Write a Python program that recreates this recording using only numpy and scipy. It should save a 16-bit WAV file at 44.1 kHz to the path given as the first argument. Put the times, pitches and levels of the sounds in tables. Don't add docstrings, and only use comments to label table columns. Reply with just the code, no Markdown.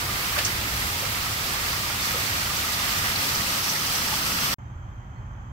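import sys
import numpy as np
from scipy import signal
from scipy.fft import rfft, irfft, next_fast_len
from scipy.io import wavfile

SR = 44100
rng = np.random.default_rng(int(sys.argv[2]) if len(sys.argv) > 2 else 0)


def generate_wav(sig):
    pcm = np.round(np.clip(np.atleast_2d(sig).T, -1, 1) * 32767).astype(np.int16)
    wavfile.write(sys.argv[1], SR, pcm)


def linear_from_db(decibels):
    return 10 ** (np.asarray(decibels, float) / 20)


N = 243431
SIZE = next_fast_len(N)
HZ = np.maximum(np.arange(SIZE // 2 + 1) * SR / SIZE, 1)
TIME = np.arange(N) / SR

# time_s, gain_db, sight_of_struck_rocks_db
APPROACH = [(0, 0, 0.5), (1.0, -0.5, 1.6), (2.0, 0.8, 1), (2.6, 1.5, 1.6), (3.05, 2.5, -0.5), (3.4, 3, 0.5),
            (3.9, 2, 1.1), (4.2, 3.5, -0.5), (4.5, 4, -0.6)]
SHOE_SIDE_DB = -3


def rms_one(x):
    return x / np.sqrt(np.mean(x ** 2) + 1e-20)


def in_time(rows):
    s, *columns = np.transpose(rows)
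    return [np.interp(TIME, s, c) for c in columns]


def at_hz(points, hz=HZ):
    table_hz, table_db = np.transpose(points)
    return np.interp(np.log(hz), np.log(table_hz), table_db)


def sides(pan_db):
    return linear_from_db(np.multiply.outer([.5, -.5], pan_db))


def shaped(x, gain):
    return irfft(rfft(x, SIZE) * gain, SIZE)[..., :N]


def peak(hz, width_hz):
    return 1 / (1 + (2 * (HZ - hz) / width_hz) ** 2)


def drift(rate_hz):
    r = np.exp(-80 * np.pi * rate_hz / SR)
    slow = signal.lfilter([1], [1, -2 * r, r * r], rng.standard_normal(N // 40 + 2002))[2000:]
    return np.interp(np.arange(N) / 40, np.arange(len(slow)), rms_one(slow))


def arrivals(count, size_db, lag_ms, spread_ms, focus):
    when, where, spot, size, sign = rng.random((5, count))
    spot_lag_ms = lag_ms + .2 * (where - .5)
    wide_lag_ms = spread_ms * (2 * where - 1)
    lag = np.where(spot < focus, spot_lag_ms, wide_lag_ms) * SR / 1000
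    heights = linear_from_db(-size_db * np.log(size + 0.0083)) * np.sign(sign - .5)
    at = when * N + np.array([lag / 2, -lag / 2])
    return rms_one(np.array([np.bincount(np.clip(a, 0, N - 1).astype(int), heights, N) for a in at]))


def bubbles(size_db, cycles):
    out = np.zeros((2, N))
    for hz in np.geomspace(500, 4000, 30):
        r, w = linear_from_db(-60 * hz / (cycles * SR)), 2 * np.pi * hz / SR
        births = arrivals(count=90, size_db=size_db, lag_ms=-0.39, spread_ms=0.39, focus=.2)
        out += hz * signal.lfilter([0, np.sin(w)], [1, -2 * r * np.cos(w), r * r], births + 1e-18)
    return rms_one(out)


def alcove(fall):
    # centre_hz, width_hz, share_added
    resonances = [(1550, 400, -.1), (2200, 700, -0.28), (3000, 500, -0.0083), (3750, 500, -0.26),
                  (5500, 500, 0.23), (6150, 400, 0.081), (6850, 350, -0.26)]
    from_s, full_s = 2.6, 4.2
    inside = np.clip((TIME - from_s) / (full_s - from_s), 0, 1)
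    gain = sum(share * peak(hz, width_hz) for hz, width_hz, share in resonances)
    return fall + inside * shaped(fall, gain)


def waterfall():
    zones_hz = [550, 1500, 3000, 5400, 10000]
    zone_follows = [0.3, 0.51, 0.77, 1.4, 0.62]
    zone_sight = [0.1, -0.86, -0.11, 0.98, 0.2]
    # freq_hz, level_db per hz
    splash = [(180, -23), (300, -15), (621, -10), (686, -7), (1070, -3), (1240, -0.5), (1520, -2.5),
              (1980, -1.5), (3890, -3), (5420, 5), (6830, -8.5), (7540, -8), (9980, -12.5), (14400, -10.5),
              (15600, -21.5)]
    # centre_hz, width_hz, left_db, right_db
    port_peaks = [(1230, 220, -1, 3), (2000, 730, -1.5, 3.5), (3230, 370, -2.5, 1), (5390, 1140, -15, -6),
                  (7270, 570, 0, 5), (13000, 2500, 4.5, 1), (448, 430, 1.6, 4.5), (9100, 3700, 2.5, -2.5)]

    near_db, sight_db = (c - c.mean() for c in in_time(APPROACH))
    drops = arrivals(count=500000, size_db=2.1, lag_ms=-.27, spread_ms=.36, focus=.33)
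    colour = linear_from_db(at_hz(splash, np.minimum(HZ, 14400)))
    for hz, width_hz, left_db, right_db in port_peaks:
        colour = colour * linear_from_db(np.outer([left_db, right_db], peak(hz, width_hz)))
    spectrum = rfft(drops + linear_from_db(-15) * bubbles(size_db=1.0, cycles=55), SIZE) * colour

    surge_db = .15 * drift(5) + .6 * drift(8)
    patch_db = drift(8)
    zone_octaves = np.log2(zones_hz)
    out = 0
    for octave in np.arange(8, 14.6, .5):
        band = np.clip(1 - 2 * np.abs(np.log2(HZ) - octave), 0, 1)
        follows = np.interp(octave, zone_octaves, zone_follows)
        sees = np.interp(octave, zone_octaves, zone_sight)
        patch_db = 0.345 * patch_db + 0.19 * drift(24)
        level_db = follows * near_db + sees * sight_db + surge_db + .5 * patch_db + .35 * drift(18)
        turn_db = near_db * np.interp(octave, zone_octaves[-2:], [0.28, 0.6])
        patch = irfft(spectrum * band, SIZE)[:, :N]
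        out = out + patch * linear_from_db(level_db) * sides(turn_db + .55 * drift(5))
    return linear_from_db(-25) * rms_one(alcove(out))


def lorry(noise):
    nearest_s, pass_s = 0.7, 1.0
    passing = 1 / (1 + ((TIME - nearest_s) / pass_s) ** 2)
    engine_hz = 105 + 4 * np.minimum(TIME, 1.5) + 1.5 * drift(3)
    engine = linear_from_db(-39.5 + 1.8 * drift(3)) * np.sin(2 * np.pi * np.cumsum(engine_hz) / SR)
    body = linear_from_db(-43) * rms_one(shaped(noise, peak(65, 40.5)))
    return passing * (engine + body)


def basin(noise):
    level_db = -47.5 + 2.38 * in_time(APPROACH)[0]
    return linear_from_db(level_db) * rms_one(shaped(noise[:, ::-1], peak(172, 233)))


def road():
    # freq_hz, level_db per hz
    road_spectrum = [(12, -44), (20, -20.5), (54, -2), (97, 2), (420, -14), (550, -52), (920, -120)]
    noise = arrivals(count=60000, size_db=1.0, lag_ms=0, spread_ms=0.42, focus=0.086)
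    noise = noise + linear_from_db(-15) * rng.standard_normal((2, N))
    wash = rms_one(shaped(noise, linear_from_db(at_hz(road_spectrum)) * (HZ < 900) * (HZ > 15)))
    wash = linear_from_db(-39 + drift(9.9)) * wash
    return (wash + lorry(noise) + basin(noise)) * sides(-1.05)[:, None]


def impacts():
    # peak_s, level_db, centre_hz, length_s, width_octaves
    scuffs = [(0.162, -39.5, 557, 0.038, 1.9), (0.366, -28, 1500, 0.02, 0.94),
              (0.384, -33.5, 560, 0.04, 0.42), (0.387, -28.5, 2000, 0.017, 1.6),
              (0.401, -31, 2400, 0.087, 1.95), (0.45, -26.5, 5800, 0.012, 0.52),
              (0.462, -34.5, 4800, 0.027, 0.8), (0.62, -34, 2500, .04, 1), (1.034, -37.5, 550, 0.038, 0.56),
              (1.73, -37, 4400, .04, 0.6), (0.384, -34.5, 5000, .02, 1.2), (0.389, -28, 2300, .008, 1.6),
              (0.456, -30, 6300, .022, 0.6), (3.062, -33, 1840, 0.055, 0.33), (3.645, -33, 5700, .04, 0.45),
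              (1.336, -37, 4500, 0.027, 1.2), (2.046, -33, 4500, 0.076, 1.4),
              (2.15, -33.5, 518, 0.034, 0.24), (2.267, -32.5, 5070, 0.035, 0.66),
              (2.982, -32, 6000, .02, 0.8), (3.697, -27, 5700, 0.039, 0.33),
              (3.956, -25.5, 5450, 0.019, 0.54)]
    # peak_s, level_db, centre_hz, length_s
    splats = [(0.047, -40, 284, 0.029), (0.132, -36, 6000, .012), (0.386, -34, 12500, 0.026),
              (.455, -52, 8300, .016), (0.461, -40, 283, 0.053), (0.659, -40, 284, 0.038),
              (.81, -37, 12500, .02), (0.822, -30, 2000, 0.017), (.87, -35.5, 12500, .012),
              (1.1, -34, 12500, .013), (1.212, -49, 290, 0.046), (1.337, -37.5, 12500, .024),
              (1.533, -34, 12500, .013), (1.584, -39, 2000, .02), (1.714, -37, 4300, .04),
              (2.003, -33, 6000, .012), (2.023, -32, 5000, 0.02), (2.059, -44, 8300, .018),
              (2.399, -38, 3500, 0.012), (2.44, -39, 12500, .04), (2.568, -31, 6000, 0.015),
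              (2.6, -42.5, 7800, .03), (2.69, -35, 6000, .019), (2.726, -33, 8300, .02),
              (2.736, -30, 4300, 0.03), (3.118, -28, 3200, .01), (3.291, -30, 4300, 0.022),
              (3.352, -28, 5400, .023), (3.616, -37, 12500, .013), (3.759, -30, 2000, 0.021),
              (4.19, -32, 12500, .013), (4.218, -33, 12500, .008), (4.318, -35, 10000, .014),
              (4.346, -36.5, 12500, .023), (4.393, -38, 6000, .03)]
    # peak_s, peak_db, centre_hz
    cracks = [(2.8954, -24, 4580), (3.1594, -14.5, 4190), (3.1894, -21, 4770), (3.4494, -22, 4380),
              (3.7594, -19, 4610), (3.7944, -23, 6010), (3.8264, -19.5, 4710), (3.8686, -18, 5550),
              (3.9144, -23.5, 4680), (4.0374, -26, 5450), (4.0794, -22, 5390), (4.2294, -22, 5260),
              (4.2694, -22, 4730), (4.3294, -21, 5560), (4.4034, -23, 5600), (4.5154, -26, 4500)]
    events = scuffs + [row + (0.6,) for row in splats]
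    events = events + [(s, peak_db - 11.0, hz, .015, .5) for s, peak_db, hz in cracks]

    span, lead = 8192, 2048
    grit = arrivals(count=200000, size_db=3, lag_ms=-.3, spread_ms=.4, focus=.3)
    grit = np.pad(grit, [(0, 0), (lead, 0)], "reflect")
    out = np.zeros(grit.shape)
    grid_hz = np.maximum(np.arange(span // 2 + 1) * SR / span, 1)
    for s, level_db, hz, length_s, octaves in events:
        here = slice(int(s * SR), int(s * SR) + span)
        band = np.exp(-2 * (np.log2(grid_hz / hz) / octaves) ** 2)
        noise = rms_one(irfft(rfft(grit[:, here]) * band, span))
        rise_s = .3 * length_s
        age = np.maximum((np.arange(span) - lead) / SR + rise_s, 0) / rise_s
        out[:, here] += linear_from_db(level_db) * noise * age * np.exp(1 - age)
    return out[:, lead:] * sides(SHOE_SIDE_DB)[:, None]


def bloops():
    # peak_s, level_db, pitch_hz
    big = [
        (.11, -35, 1940),
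        (.389, -28, 1675),
        (.409, -35, 2000),
        (4.13, -28, 846),
    ]
    # time_s (peak follows late_s after), peak_db, pitch_hz
    gurgles = [(0.088, -25, 1176), (0.2927, -32, 1210), (0.3627, -26, 1156), (0.4998, -39, 1360),
               (0.5921, -31, 1345), (0.6958, -32, 1300), (0.8126, -36.5, 1260), (1.0435, -27, 1270),
               (1.2346, -29, 1286), (1.2615, -26, 1242), (1.3972, -30, 1280), (1.6414, -33, 1160),
               (1.7255, -28.5, 1330), (1.8312, -29, 1160), (1.9041, -28, 1365), (2.0502, -27, 1175),
               (2.136, -27, 1250), (2.4049, -30, 1210), (2.4683, -27, 1340), (2.5014, -22.5, 1165),
               (2.5875, -31.5, 1410), (2.6468, -27, 1276), (2.689, -28, 1200), (2.7342, -23, 1230),
               (2.7781, -30, 1190), (2.9307, -32, 1190), (3.0081, -32, 1320), (3.3117, -28, 1230),
               (3.4317, -30, 1300), (3.6007, -27, 1303), (3.684, -30, 1255), (3.7404, -27.5, 1376),
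               (3.7943, -35, 1300), (3.893, -25.5, 1270), (4.0866, -28.5, 1160), (4.138, -27, 1140),
               (4.2537, -29, 1290), (4.3311, -29, 1360), (4.3816, -29, 1230), (4.4767, -37, 1130)]
    late_s, gurgle_db = 0.003995, -6.5
    length_s, climb = 0.016, 0.034

    out, span = np.zeros(N), np.arange(-1000, 5000)
    age = np.clip(span / SR / length_s + .6, 0, 6)
    swell = (age * np.exp(1 - age * 1.7) * 1.7) ** 2
    for s, level_db, hz in big + [(s + late_s, db + gurgle_db, hz) for s, db, hz in gurgles]:
        tone = np.sin(2 * np.pi * hz * length_s * (age + .5 * climb * age ** 2))
        out[int(s * SR) + span] += linear_from_db(level_db) * swell * tone
    return sides(SHOE_SIDE_DB)[:, None] * [np.roll(out, 3), out]


def chorus(noise):
    # centre_hz, width_hz, level_db, pulse_hz, depth (0-1)
    bands = [
        (121, 8, -50, 12, 0.2),
        (3130, 260, -72.5, 51, 0.3),
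        (6350, 380, -74.5, 43, .6),
        (7450, 150, -80.5, 50, .5),
    ]
    out = 0
    for hz, width_hz, level_db, pulse_hz, depth in bands:
        throb = 1 + np.clip(depth, 0, 1) * np.sin(2 * np.pi * pulse_hz * TIME + 1.2 * drift(1.8))
        band = rms_one(shaped(noise, peak(hz, width_hz) ** 2))
        out = out + linear_from_db(level_db) * throb * band * sides(-1.5)[:, None]
    return out


def meadow():
    # freq_hz, level_db per hz
    wash_spectrum = [(12, -62), (20, -28), (39, -10.5), (80, -8.5), (118, -8.5), (133, -9), (147, -22),
                     (177, -19), (451, -38.5), (880, -29), (1400, -32), (2600, -45.5), (3380, -84),
                     (5720, -120)]
    # freq_hz, level_db per hz
    haze_spectrum = [(1530, -42), (2600, -17), (2780, -7), (3180, 1.5), (3640, -13), (4190, -14),
                     (5610, -15.5), (6180, -5.5), (7450, -13), (8660, -28), (10400, -31.5), (12700, -21),
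                     (15500, -22)]
    noise = arrivals(count=300000, size_db=0.5, lag_ms=0.34, spread_ms=0.5, focus=0.36)
    wash_gain = linear_from_db(at_hz(wash_spectrum)) * (HZ < 4000) * sides(-1.0 - 1.3 * peak(3000, 5000))
    wash = linear_from_db(-38 + 0.4 * drift(2.4)) * rms_one(shaped(noise, wash_gain))
    haze_gain = linear_from_db(at_hz(haze_spectrum)) * (HZ > 1500) * sides(-2.5 + 6 * peak(15000, 5000))
    haze = linear_from_db(-65.5) * rms_one(shaped(noise[:, ::-1], haze_gain))
    return wash + haze + chorus(noise)


def birds():
    # start_s, length_s, start_hz, end_hz, level_db
    calls = [
        (4.62, .12, 3760, 3600, -84.5),
        (4.885, .055, 3440, 3600, -82),
        (5.005, .085, 1960, 1840, -72),
        (5.13, .07, 2020, 1980, -69),
        (5.152, .053, 4370, 4360, -81),
        (5.27, .09, 930, 1250, -65),
        (5.315, .1, 1940, 1800, -69.5),
        (5.42, .09, 1000, 1300, -65),
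    ]
    out = np.zeros((2, N))
    for s, length_s, start_hz, end_hz, level_db in calls:
        low = start_hz < 1500
        phase = np.clip((TIME - s) / length_s, 0, 1)
        bend = 2.0 if end_hz < start_hz else 1
        glide_hz = start_hz + (end_hz - start_hz) * phase ** bend
        arch_hz = 330 * (start_hz > 4000) * (2 * phase - 1) ** 2
        pitch_hz = (glide_hz - arch_hz) * (1 + .005 * drift(40))
        swell = np.sin(np.pi * phase) ** .5 * linear_from_db(2.2 * drift(50))
        call = swell * np.sin(2 * np.pi * np.cumsum(pitch_hz) / SR)
        out += linear_from_db(level_db + 5) * sides(-14 if low else -11)[:, None] * [np.roll(call, 16 * low), call]
    return out


def scene():
    fall_end_s, meadow_start_s = 4.5433, 4.5836
    first = np.clip((fall_end_s + .001 - TIME) / .006, 0, 1)
    second = np.clip((TIME - meadow_start_s) / .001, linear_from_db(-50), 1) * (TIME > fall_end_s)
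    return first * (waterfall() + road() + impacts() + bloops()) + second * (meadow() + birds())


def roll_off(x):
    return signal.sosfilt(signal.butter(12, 15960, fs=SR, output="sos"), x)


def record(dry):
    ceiling, cutoff_hz = .36, 15800
    soft = ceiling * np.tanh(dry / ceiling)
    mix = shaped(soft, np.clip((cutoff_hz - HZ) / 60, 0, 1))
    return roll_off(mix)


dry = scene()
out = record(dry)
generate_wav(out)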